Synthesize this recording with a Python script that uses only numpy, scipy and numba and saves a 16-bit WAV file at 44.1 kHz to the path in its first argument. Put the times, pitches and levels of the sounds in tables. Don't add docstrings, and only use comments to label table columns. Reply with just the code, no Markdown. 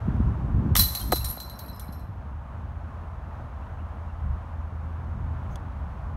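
import sys
import numpy as np
from scipy import signal
from scipy.fft import rfft, irfft
from scipy.io import wavfile
from scipy.ndimage import uniform_filter1d, map_coordinates
from numba import njit

SR = 44100
rng = np.random.default_rng(int(sys.argv[2]) if len(sys.argv) > 2 else 0)


def transcribe(signal):
    frames = np.atleast_2d(signal).T
    limited = np.clip(frames, -1, 1)
    pcm = np.round(limited * 32767).astype(np.int16)
    wavfile.write(sys.argv[1], SR, pcm)


N = 271744
T = np.arange(N) / SR
TOP_HZ = 15700


def undb(db):
    return 10 ** (np.asarray(db) / 20)


def curve(rows, column=1):
    rows = np.array(rows)
    return np.interp(T, rows[:, 0], rows[:, column])


def colour(hz, points):
    freq_hz, level_db = np.transpose(points)
    return undb(np.interp(np.log(hz + 1), np.log(freq_hz), level_db))


def noise(points):
    bin_hz = np.arange(N // 2 + 1) * SR / N
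    white = rfft(rng.standard_normal(N))
    shaped = irfft(white * colour(bin_hz, points), N)
    return shaped / shaped.std()


def walk(rate):
    knots = rng.standard_normal(4096)
    drift = map_coordinates(knots, [T * rate], order=2)
    return drift / drift.std()


def bump(hz, centre_hz, octaves):
    return np.exp(-.5 * (np.log2(hz / centre_hz) / octaves) ** 2)


def fade(t, t60):
    return np.exp(-np.log(1000) * t / t60)


def add(out, start_s, sound):
    i = max(int(start_s * SR), 0)
    out[i:i + len(sound)] += sound[:N - i]


def eddies(points, smooth_s):
    turbulence = noise(points)
    power = uniform_filter1d(turbulence ** 2, int(smooth_s * SR))
    return turbulence / np.sqrt(power)


# start_s, rumble_db, flutter_db
WIND_LEVELS = [(0.0, -41, -47), (0.05, -28.5, -44), (0.08, -32, -30), (0.29, -23, -32.5),
               (0.36, -32.5, -37), (0.58, -26, -29), (0.63, -37, -26.5), (0.82, -25.5, -33),
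               (0.98, -42.5, -53.5), (1.04, -28.5, -37.5), (1.13, -34, -31.5), (1.2, -32, -50),
               (1.29, -31, -46), (1.36, -44, -46.5), (1.87, -40.5, -47), (4.19, -41, -48),
               (4.29, -29, -43.5), (4.39, -41, -47.5), (4.92, -43, -45.5), (5.15, -37.5, -41.5),
               (5.61, -38, -46), (6.16, -35.5, -43.5)]
# freq_hz, level_db
RUMBLE_SPECTRUM = [(20, -27.5), (32, -8), (48, -2), (66, 4.5), (85, -4), (120, -6.5), (180, -22.5),
                   (300, -55), (2000, -95)]
# freq_hz, level_db
FLUTTER_SPECTRUM = [(70, -9), (130, 1), (200, 1), (280, -6.5), (400, -16), (600, -31.5), (1200, -68.5),
                    (5000, -92.5)]
# start_s, level_db (relative), pitch_hz
WIND_THUMPS = [(0.083, -12, 151), (.202, -12, 202), (.245, -10, 74), (.434, -14.5, 110), (.541, -11, 100),
               (0.582, -9.5, 130), (.662, -10, 190), (.718, -10, 99), (1.889, -24, 176),
               (4.25, -20.5, 54.5), (5.09, -22, 60)]


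def wind(rumble_db=3.5, flutter_db=-0.9, rough_db=2, gust_db=1.5, gusts_per_s=9):
    rumble_level_db = curve(WIND_LEVELS, column=1) + rumble_db + gust_db * walk(gusts_per_s)
    flutter_level_db = curve(WIND_LEVELS, column=2) + flutter_db + rough_db * walk(45)
    out = eddies(RUMBLE_SPECTRUM, smooth_s=0.092) * undb(rumble_level_db)
    out += eddies(FLUTTER_SPECTRUM, smooth_s=0.062) * undb(flutter_level_db)
    for start_s, level_db, pitch_hz in WIND_THUMPS:
        cycles = pitch_hz * T[:SR // 6]
        swell = cycles / 0.59 * np.exp(1 - cycles / 0.41)
        add(out, start_s, undb(level_db) * np.sin(2 * np.pi * cycles) * swell)
    return out


# freq_hz, level_db
TYRE_SPECTRUM = [(150, -33.5), (330, -14), (430, -8), (600, -1.5), (1020, 0), (1400, -6), (2100, -18),
                 (3000, -25), (4900, -36.5), (6400, -37), (7600, -42), (9700, -41.5), (10400, -45),
                 (16000, -46.5)]
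# start_s, level_db
TYRE_LEVEL = [(0, -43.5), (.7, -45.5), (1.5, -48), (2.1, -49.5), (2.6, -48), (3.6, -47), (4.8, -47.5),
              (6.16, -46.5)]
# start_s, level_db
DRONE_ENVELOPE = [(0, -47.5), (1.5, -60), (2.3, -41), (3.6, -40), (4.8, -34.5), (6.16, -39.5)]
DRONE_HZ = 81.5


def road(waver_db=.5, throb_db=1.5):
    tyres = noise(TYRE_SPECTRUM) * undb(curve(TYRE_LEVEL) + waver_db * walk(7.1))
    firing_hz = DRONE_HZ + 1.5 * walk(6)
    drone = np.sqrt(2) * np.sin(2 * np.pi * np.cumsum(firing_hz) / SR)
    return tyres + drone * undb(curve(DRONE_ENVELOPE) + throb_db * walk(17))


@njit
def ring(at, blows, poles):
    out = np.zeros(N)
    state = np.zeros(len(poles), np.complex128)
    j = 0
    for i in range(at[0], min(N, at[-1] + SR // 2)):
        while j < len(at) and at[j] == i:
            state += blows[j]
            j += 1
        total = 0.
        for m in range(len(poles)):
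            state[m] *= poles[m]
            total += state[m].imag
        out[i] = total
    return out


# start_s, level_db (relative),
# spread_s (time over which further links collide), clink_db (extra gain near 4 kHz)
CHAIN_CLASHES = [(.7528, -25, .0004, -8), (0.7642, -17, .004, -9.5), (.774, -20, .014, -9),
                 (.793, -17, .012, 1), (0.809, -23.5, 0.012, -9), (0.9502, -30.5, 0.0032, 9),
                 (.995, -40.5, .008, 2), (1.12, -26, .005, 4), (1.157, -31.5, .008, 0),
                 (1.2438, -31, 0.011, 0), (1.2857, -39.5, 0.019, -7), (1.4017, -40.5, 0.0044, 8),
                 (1.4979, -50, 0.0033, 11), (1.5907, -42.5, .0005, -1), (1.6816, -53, 0.0053, 10),
                 (1.761, -56.5, .001, 5), (1.796, -44.5, 0.00011, -7), (1.925, -53.5, .003, 3.5),
                 (1.994, -62, .004, 4)]
SHIMMER_DB, CHOKED_SHIMMER_DB = 1, -3.5
DISC_LEAVES_S = .785


def links(hz, gain, t60, times, sizes, uneven_db):
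    start_s, _, _, clink_db = np.array(CHAIN_CLASHES).T[:, :, None, None]
    shimmer_db = np.where(start_s < DISC_LEAVES_S, CHOKED_SHIMMER_DB, SHIMMER_DB)
    tint = undb(clink_db * bump(hz, 4070, 0.051) + shimmer_db * bump(hz, 11700, .09))
    shape = (*times.shape, len(hz))
    polarity = rng.choice([-1, 1], shape)
    share = polarity * undb(uneven_db * rng.standard_normal(shape)) * gain
    share /= np.linalg.norm(share, axis=2, keepdims=True)
    blows = (sizes[:, :, None] * tint * share).reshape(-1, len(hz))
    order = np.argsort(times.ravel())
    at = (times.ravel()[order] * SR).astype(np.int64)
    poles = np.exp(2j * np.pi * hz / SR) * fade(1 / SR, t60)
    return ring(at, blows[order], poles)


# freq_hz, level_db
LINK_SPECTRUM = [(1000, -3.5), (2600, -9), (3700, -3), (4150, 8), (4800, -3), (5600, 2), (7200, -4.5),
                 (8600, 0), (9600, 4.5), (10450, -8.5), (11500, 10), (12800, 3.5), (14800, -1.5),
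                 (15500, 0)]


def crowd(t60, times, sizes, uneven_db, count, damping=.25):
    spacing_hz = TOP_HZ / count
    hz = np.linspace(1000, TOP_HZ, count) + rng.uniform(-1, 1, count) * spacing_hz / 2
    mode_t60 = t60 * (hz / hz.mean()) ** -damping
    return links(hz, colour(hz, LINK_SPECTRUM), mode_t60, times, sizes, uneven_db)


# pitch_hz, level_db (relative)
RING_TONES = [(4001, -3), (4040, -4), (4062, -1), (4140, -12), (4183, -10.5), (4420, -15.5), (5416, -16),
              (5577, -16.5), (9534, -12), (11079, -10), (11246, -12), (11347, -6.5), (11412, -8.5),
              (11509, -1), (11596, -1.5), (11733, -7.5), (11849, -12), (11985, -6), (12160, -12),
              (12498, -9), (13737, -11)]


def chains(smear_s=0.0031, scatter_db=4.0, crack_db=6, crack_t60=0.029, jangle_db=-2, jangle_t60=.12,
           tone_db=-2.0, tone_t60=0.34, free_db=-16, free_t60=.9, count=12):
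    start_s, level_db, spread_s = np.array(CHAIN_CLASHES).T[:3, :, None]
    turn = (np.arange(count) + rng.random((len(start_s), count))) / (count + 1)
    delay_s = spread_s * -np.log(1 - turn)
    times = start_s + delay_s * (np.arange(count) > 0)
    first = 1 / (1 + spread_s / smear_s)
    sizes = undb(scatter_db * rng.standard_normal(times.shape))
    sizes *= np.sqrt(1 - first) / np.linalg.norm(sizes, axis=1, keepdims=True)
    sizes[:, :1] += np.sqrt(first)
    sizes *= undb(level_db)
    tone_hz, tone_level_db = np.transpose(RING_TONES)
    tones = links(tone_hz, undb(tone_level_db), tone_t60, times, sizes, uneven_db=1.5)
    pinched = crowd(crack_t60, times, sizes, uneven_db=1.0, count=200)
    loose = crowd(jangle_t60, times, sizes, uneven_db=9, count=160)
    free = crowd(free_t60, times, sizes, uneven_db=-2.0, count=200)
    out = undb(crack_db) * pinched + undb(jangle_db) * loose
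    return out + undb(free_db) * free + undb(tone_db) * tones


def strays(stray_db=-4, lag_s=0.094, fall_db=-10, t60=0.035, loudest_db=-29, count=10):
    start_s, level_db = np.array(CHAIN_CLASHES).T[:2, :, None]
    late = (np.arange(count) + rng.random((len(start_s), count))) / count
    sizes = undb(np.minimum(level_db, loudest_db) + stray_db + fall_db * late)
    return crowd(t60, start_s + lag_s * late, sizes, uneven_db=17, count=160)


# pitch_hz, level_db (relative), t60_s
PLASTIC_MODES = [(318, 0, .03), (492, 1.5, 0.02), (743, 5.5, 0.012), (990, -7, 0.027), (1223, -2, 0.02138),
                 (1700, -8, 0.027), (1987.8, -6.5, 0.02), (3020, -5, 0.012), (3570, -6.5, .018),
                 (5635, -5, .012), (7100, -5.5, .01)]
# start_s, level_db (relative),
# contact_hz (pitch that the contact favours)
DISC_HITS = [(0.7549, -12.5, 2970), (.7558, -23.5, 1186), (.7645, -17.5, 3500), (.794, -27, 2100),
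             (1.1234, -13, 930), (1.1289, -20.5, 810), (1.1316, -15, 372), (1.373, -34, 660)]


def disc(octaves=0.99):
    out, t = np.zeros(N), T[:SR // 8]
    for start_s, level_db, contact_hz in DISC_HITS:
        knock = np.zeros(len(t))
        for k, (pitch_hz, mode_db, t60_s) in enumerate(PLASTIC_MODES):
            gain = (-1) ** k * undb(mode_db) * bump(pitch_hz, contact_hz, octaves)
            knock += gain * np.sin(2 * np.pi * pitch_hz * t) * fade(t, t60_s)
        add(out, start_s, undb(level_db) * knock)
    return out


SWAY_FROM_S, SWAY_TO_S, SWAY_DB, SWAY_FALL_DB_PER_S = 0.96, 1.95, -36.5, 18.5


def sway(scatter_db=3, t60=0.11, count=90):
    turn = (np.arange(count) + rng.random(count)) / count
    start_s = SWAY_FROM_S + (SWAY_TO_S - SWAY_FROM_S) * turn
    pitch_hz, tone_db = rng.choice(np.array(RING_TONES), count).T
    fallen_db = SWAY_FALL_DB_PER_S * (start_s - SWAY_FROM_S)
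    level_db = SWAY_DB + tone_db - fallen_db + scatter_db * rng.standard_normal(count)
    return np.column_stack([start_s, level_db, pitch_hz, np.full(count, t60)])


# start_s, level_db (stronger tone of the pair), pitch_hz, t60_s
LINK_PINGS = [(1.013, -46, 3170, .17), (1.014, -34, 9660, 0.05), (1.245, -32, 9550, 0.12),
              (1.288, -37, 9630, 0.18), (1.300, -29.5, 11630, 0.2), (1.367, -38, 11800, 0.05),
              (1.699, -45, 11690, .067), (1.73, -59, 5140, .7), (1.7969, -39.5, 9670, 0.019),
              (1.816, -48, 11800, 0.053), (1.926, -62, 5400, 0.38)]


def pings(rows, split=0.0045):
    out, t = np.zeros(N), T[:SR // 2]
    for start_s, level_db, pitch_hz, t60_s in rows:
        twin_hz = pitch_hz * (1 + split * rng.uniform(0.6, 1.5))
        pair = np.sin(2 * np.pi * pitch_hz * t) + .5 * np.sin(2 * np.pi * twin_hz * t)
        add(out, start_s, undb(level_db) * pair * fade(t, t60_s))
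    return out


# start_s, level_db, pitch_hz (start of the rise, before the warble)
BIRD_CHIRPS = [(1.81, -59, 2160), (3.59, -64, 2530), (3.765, -62.5, 2600), (3.89, -70, 2500),
               (4.07, -63, 2650)]


def bird(length_s=0.067, rise_hz=330, warble_hz=110):
    out, swell = np.zeros(N), np.hanning(int(length_s * SR))
    for start_s, level_db, pitch_hz in BIRD_CHIRPS:
        rise = np.linspace(0, rise_hz, len(swell))
        warble = warble_hz * walk(160)[:len(swell)]
        phase = 2 * np.pi * np.cumsum(pitch_hz + rise + warble) / SR
        add(out, start_s, undb(level_db) * swell * np.sin(phase))
    return out


# freq_hz, level_db
TICK_SPECTRUM = [(1500, -25), (2500, -9), (3300, 7), (4000, -3), (6200, 1), (10000, -6), (16000, -19)]
TICK_S, TICK_DB = 5.5574, -41


def tick(t60=0.016, body_hz=3380, body_db=-40, swish_db=-67, lead_s=0.071):
    out, t, swell = np.zeros(N), T[:SR // 10], np.hanning(SR // 12)
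    snap = undb(TICK_DB) * noise(TICK_SPECTRUM)[:len(t)]
    body = undb(body_db) * np.sin(2 * np.pi * body_hz * t)
    add(out, TICK_S, (snap + body) * fade(t, t60))
    swish = noise([(4500, -25), (6200, 5), (7600, -11.5), (16000, -12)])[:len(swell)]
    add(out, TICK_S - lead_s, undb(swish_db) * swell * swish)
    return out


def scene():
    air = wind() + road()
    basket = chains() + strays() + pings(sway()) + pings(LINK_PINGS)
    return (air + basket + disc() + bird() + tick())[None]


def record(dry, low_cut_hz=32):
    bass_cut = signal.butter(2, low_cut_hz, "highpass", fs=SR, output="sos")
    top_cut = signal.ellip(10, .2, 80, TOP_HZ, fs=SR, output="sos")
    thinned = signal.sosfilt(bass_cut, dry)
    eased = thinned * np.minimum(1, np.minimum(T, T[-1] - T) / .004)
    return signal.sosfilt(top_cut, eased)


dry = scene()
out = record(dry)
transcribe(out)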